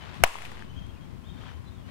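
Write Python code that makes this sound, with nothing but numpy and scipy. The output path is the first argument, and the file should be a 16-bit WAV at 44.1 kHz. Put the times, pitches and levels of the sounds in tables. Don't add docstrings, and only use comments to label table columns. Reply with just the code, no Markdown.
import sys
import numpy as np
from scipy import signal
from scipy.fft import rfft, irfft
from scipy.io import wavfile
from scipy.ndimage import uniform_filter1d

SR = 44100
rng = np.random.default_rng(int(sys.argv[2]) if len(sys.argv) > 2 else 0)


def field_ratio(decibels):
    return 10 ** (np.asarray(decibels, dtype=float) / 20)


def transcribe(signal):
    frames = np.atleast_2d(signal).T
    limited = np.clip(frames, -1, 1)
    pcm = np.round(limited * 32767).astype(np.int16)
    wavfile.write(sys.argv[1], SR, pcm)


N = 83790
HIT_S = 0.23717


def bat():
    # pitch_hz, level_db, t60_s
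    modes_left = [(756, -12.8, .027), (1044, 19.9, .004), (1627, 26.1, .0023), (2279, 22.1, .0029),
                  (3448, 13.3, .002), (3420, -17, .015), (3790, -14, .016), (5630, -24, .006),
                  (9250, -14, .005)]
    # pitch_hz, level_db, t60_s
    modes_right = [(700, -14, .035), (960, 4.9, .0068), (1433, 14.7, .0027), (2085, 2.7, .0047),
                   (4137, -2.5, .0023), (6666, 5.5, .0016), (7600, 10.5, .0017), (8118, 4.9, .002)]
    # delay_s, gain (linear)
    bounces_left = [
        (.001435, .41),
        (.00538, .045),
    ]
    # delay_s, gain (linear)
    bounces_right = [
        (.00139, .14),
        (.0032, .025),
    ]
    right_lag_s = 0.0002
    right_hit_s = HIT_S + right_lag_s
    out, t = np.zeros((2, N)), np.arange(3000) / SR

    crack_left = -struck(modes_left, bounces_left, 0)
    crack_right = struck(modes_right, bounces_right, right_lag_s)
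    add(out, HIT_S, np.array([crack_left, crack_right]))

    touch = decay(t, -14, 0.0006) * np.sin(2 * np.pi * 4360 * t)
    add(out[0], HIT_S - 0.00028, touch)
    add(out[1], right_hit_s - 0.0001, -field_ratio(-22.5) * touch)
    ping = decay(t, 0, 0.0022) * np.sin(2 * np.pi * 11000 * t)
    add(out[1], right_hit_s - 0.00002, -ping)

    noise = bright(rng.standard_normal((2, len(t))), 600)
    rattle = evened(dull(noise, 3900) + 0.074 * noise) * decay(t, -16, 0.032)
    onset = np.minimum(t / 0.0006, 1)
    add(out, HIT_S + 0.0026, onset * rattle * field_ratio([[0], [-12]]))
    fizz_fade = np.sqrt(np.clip(1 - t / 0.0105, 0, 1))
    add(out, HIT_S + 0.001, field_ratio(-30) * evened(bright(noise, 6500)) * fizz_fade)
    thump = np.hanning(round(0.0034 * SR))
    add(out[0], HIT_S + 0.0018, -field_ratio(-25) * thump)
    return out


def struck(modes, bounces, lag_s):
    contact_s = 0.0006
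    out = 0
    for delay_s, gain in [(0.000015, 0.72)] + bounces:
        t = np.maximum(np.arange(3000) / SR - lag_s - delay_s, 0)
        ring = sum(decay(t, db, t60) * np.sin(2 * np.pi * hz * t) for hz, db, t60 in modes)
        out = out + gain * ring * np.minimum(t / contact_s, 1)
    return out


def echoes():
    # start_s, peak_db, colour_hz, edge_db (bright edge)
    returns = [(0.258, -36, 869.2, -49), (0.263, -27.5, 756, -50), (0.276, -30, 1170, -39),
               (0.3, -38, 1070, -56), (0.336, -44, 1900, -44), (0.3435, -30.5, 2340, -58),
               (0.3551, -26, 1000, -52), (0.363, -38, 2700, -60), (0.3865, -31, 2170, -47),
               (0.4211, -30, 2100, -44.5), (0.451, -34, 2360, -47), (0.4531, -29, 2620, -47),
               (0.4595, -33, 2200, -58), (0.5165, -35, 1900, -52), (0.5185, -34, 915, -58),
               (0.571, -35.5, 1945, -60), (0.593, -37, 1820, -55), (0.623, -31.5, 1670, -58)]
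    return pocks(returns)


def field():
    # pitch_hz, t60_s
    far_decay = [(300, 0.17), (700, 0.37), (1500, 0.66), (3000, 1), (6000, 0.92), (12000, 0.87)]
    # pitch_hz, level_db (per Hz)
    scatter_tone = [(180, -71), (300, -40), (484, -10), (1070, 4), (1350, -6.5), (2790, -6.5),
                    (4280, -18.5), (11700, -32), (15500, -49)]
    x = coloured(rng.standard_normal((2, N)), scatter_tone)
    hz, t, bands = signal.stft(x, SR, nperseg=256)
    band_t60 = read(far_decay, hz)[:, None]
    far = signal.istft(bands * decay(t, 0, band_t60), SR, nperseg=256)[1][:, :N]
    near = x[::-1, ::-1] * decay(np.arange(N) / SR, -33.5, 0.23)
    out = np.zeros((2, N))
    add(out, HIT_S + 0.008, paired(near + field_ratio(-35.5) * far, -0.03, -3))
    return out


def cleats():
    # time_s, level_db
    scrape = [(0, -50), (.05, -47.5), (.11, -49.5), (.15, -46.5), (.21, -50.5), (.35, -49.5), (.45, -47),
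              (.5, -49), (.53, -50), (.63, -52.5), (.67, -57.5), (1.1, -60), (1.18, -62), (1.33, -59.5),
              (1.39, -54.5), (1.49, -50.5), (1.56, -59.5), (1.84, -61.5), (1.9, -51.5)]
    # pitch_hz, level_db (per Hz)
    dirt = [(240, -26), (400, -7), (442, -6), (613, -6.5), (887, -4.5), (3430, -12), (6510, -27.5),
            (12000, -41.5), (15600, -57), (22000, -120)]
    grains_per_s, spread_db = 2500, 2.5
    size = field_ratio(spread_db * np.minimum(rng.exponential(1, (2, N)), 4))
    falls = rng.random((2, N)) < grains_per_s / SR
    grit = size * falls * rng.choice([-1., 1.], (2, N))
    x = coloured(grit / grit.std() + 0.52 * rng.standard_normal((2, N)), dirt)
    return 1.51 * level(scrape) * paired(x, 0.0418, -7.5)


def stones():
    # start_s, peak_db, colour_hz, edge_db (bright edge)
    crushed = [(0.0232, -38.5, 1840, -56), (0.1425, -37, 2520, -51), (0.866, -53, 2600, -57),
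               (1.39, -45, 1500, -66), (1.417, -46, 1200, -66), (1.436, -38.5, 1400, -64),
               (1.467, -41, 1500, -73), (1.485, -45, 1390, -70), (1.491, -38.5, 1700, -68),
               (1.503, -43, 1300, -69), (1.516, -47, 1250, -68)]
    return pocks(crushed)


def spray():
    # time_s, level_db
    thrown = [(.12, -77), (.15, -64), (.2, -66), (.253, -69), (.262, -48), (.3, -51), (.36, -54.5),
              (.41, -59.5), (.455, -54), (.49, -64), (.52, -63), (.7, -78)]
    # pitch_hz, level_db (per Hz)
    dust = [(1760, -33), (3000, -2), (3130, -18), (4750, -14), (7590, -10), (12100, -17.5), (15500, -31)]
    return level(thrown) * paired(coloured(rng.standard_normal((2, N)), dust), 0, -1.1)


def bird():
    # start_s, length_s, first_hz, last_hz, level_db
    notes = [(0, 0.045, 3093, 3014, -58.5), (0.403, 0.036, 3450, 3330, -68),
             (0.596, 0.02815, 3469, 3430, -70), (0.614, 0.03, 3030, 3080, -62.5),
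             (0.683, 0.044, 3030, 3060, -61), (0.729, 0.024, 2490, 2540, -62.5),
             (0.748, 0.022, 2980, 3090, -57.5), (0.762, 0.04, 3170, 3210, -57),
             (0.809, 0.056, 3180, 3190, -61), (0.883, 0.028, 3230, 3210, -62.5),
             (0.942, 0.022656, 2941, 2748, -64.5), (0.961, 0.027, 2450, 2530, -66),
             (0.999, 0.069, 3200, 3237, -68),
             (1.214, 0.023, 2620, 2480, -66.5), (1.236, 0.059, 3050, 3765, -61.5),
              (1.286, 0.017, 3362, 3149, -60), (1.289, 0.03378, 3507, 3700, -63),
              (1.316, 0.0112, 3034, 3176, -64), (1.331, 0.03232, 3500, 3568, -66),
              (1.366, 0.015, 3133, 3170, -62), (1.405, 0.028, 3060, 3100, -59.5),
              (1.459, 0.063, 3186, 2990, -63), (1.526, 0.042, 3050, 3090, -62),
              (1.651, 0.046, 4070, 3970, -65.5), (1.665, 0.028, 3350, 3650, -69),
              (1.7, 0.05, 3420, 3800, -73.5), (1.744, 0.083, 3730, 3220, -70.5),
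              (1.373, 0.02963, 3590, 3610, -65), (1.439, 0.04, 3560, 3240, -63),
              (1.838, 0.043, 2870, 2974, -66)]
    warble_hz, warble_db = 30, 2.4
    out = np.zeros(N)
    for s, length, first_hz, last_hz, db in notes:
        u = np.arange(0, length, 1 / SR) / length
        wobble = evened(dull(rng.standard_normal((2, len(u) + 500)), 120)[:, 500:])
        slur_hz = first_hz + (last_hz - first_hz) * np.sin(u * np.pi / 2)
        phase = 2 * np.pi * np.cumsum(slur_hz + warble_hz * wobble[0]) / SR
        tone = np.sin(phase) + field_ratio(-19) * np.sin(2 * phase)
        swell = np.sin(np.pi * u) ** 0.4
        add(out, s, 2 * field_ratio(db + warble_db * wobble[1]) * swell * tone)
    blur = rng.standard_normal((2, 6000)) * decay(np.arange(6000) / SR, 0, 0.18)
    wet = signal.fftconvolve(out[None], blur / np.linalg.norm(blur[0]), axes=1)[:, :N]
    return (out + field_ratio(-3.5) * wet) * field_ratio([[0], [-9]])


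def wind():
    # time_s, level_db
    gusts = [(0, -46.5), (.18, -43.5), (.21, -38.5), (.235, -36.5), (.27, -62), (.38, -51.5), (.5, -48),
             (.68, -44), (.85, -42), (1, -45.5), (1.13, -42), (1.2, -45), (1.36, -42), (1.5, -45.5),
             (1.63, -46), (1.7, -45), (1.8, -43.5), (1.9, -44.5)]
    # pitch_hz, level_db (per Hz)
    rumble = [(12, -38), (20, -16), (81, 0.5), (140, -6.5), (262, -12.5), (333, -23.5), (364, -14),
              (386, -26.5), (700, -30.5), (910, -58), (1540, -120)]
    lumps = evened(uniform_filter1d(uniform_filter1d(rng.standard_normal(N), 1200), 1200))
    x = coloured(rng.standard_normal((2, N)), rumble)
    return 1.92 * level(gusts) * field_ratio(0.5 * lumps) * paired(x, -0.7, -15)


def hiss():
    # pitch_hz, level_db (per Hz)
    hiss_tone = [(120, -44), (200, -5.5), (273, -5.5), (548, -16.5), (612, -19), (1060, -8), (1140, -15),
                 (3130, -26.5), (16000, -37)]
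    return field_ratio(-57) * paired(coloured(rng.standard_normal((2, N)), hiss_tone), 0, -0.5)


def pocks(events):
    cycles = 2.86
    edge_band = signal.butter(1, [3000, 8000], "band", fs=SR)
    out, t = np.zeros((2, N)), np.arange(900) / SR
    for s, db, hz, edge_db in events:
        u = t * hz / cycles * 4
        pock = np.e * u * np.exp(-u) * np.sin(2 * np.pi * hz * t)
        noise = rng.standard_normal((2, len(t)))
        tick = decay(t, -7, 0.012) * dull(noise, 3500)
        edge = decay(t, edge_db, 0.0178) * signal.lfilter(*edge_band, noise)
        body = field_ratio(db) * (pock * [[1.6], [-field_ratio(-17)]] + tick)
        add(out, s, body + 2 * edge * field_ratio([[0], [-4.5]]))
    return out


def decay(t, db, t60):
    return field_ratio(db - 60 * t / t60)


def dull(x, hz):
    return signal.lfilter(*signal.butter(2, hz, fs=SR), x)


def bright(x, hz):
    return signal.lfilter(*signal.butter(2, hz, "high", fs=SR), x)


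def evened(x):
    return x / np.sqrt(np.mean(x ** 2) + 1e-20)


def read(points, hz):
    f, value = np.transpose(points)
    return np.interp(np.log(hz + 1), np.log(f + 1), value)


def level(curve):
    s, db = np.transpose(curve)
    return field_ratio(np.interp(np.arange(N) / SR, s, db))


def add(mix, s, sound):
    part = mix[..., round(s * SR):][..., :sound.shape[-1]]
    part += sound[..., :part.shape[-1]]


def coloured(x, points):
    y = irfft(rfft(x) * field_ratio(read(points, np.fft.rfftfreq(N, 1 / SR))), N)
    return y / np.sqrt(np.mean(y[0] ** 2))


def paired(x, same, right_db):
    right = same * x[0] + np.sqrt(1 - same ** 2) * x[1]
    return np.array([x[0], field_ratio(right_db) * right])


def scene():
    struck_ball = bat() + echoes() + field()
    feet = cleats() + stones() + spray()
    return struck_ball + feet + bird() + wind() + hiss()


def roll_off(x):
    return signal.sosfilt(signal.butter(12, 16670, fs=SR, output="sos"), x)


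def record(dry):
    clip, sag_depth, sag_s, rebound_s = 0.84, 0.12, 0.041, 0.27
    t = np.maximum(np.arange(N) / SR - HIT_S, 0)
    sag = np.minimum(t / 0.003, 1) * (np.exp(-t / sag_s) - 0.15 * np.exp(-t / rebound_s))
    x = np.clip(dry, -clip, clip) - sag_depth * sag
    x = signal.oaconvolve(x, signal.firwin(255, 15900, fs=SR)[None], "same")
    return roll_off(x)


dry = scene()
out = record(dry)
transcribe(out)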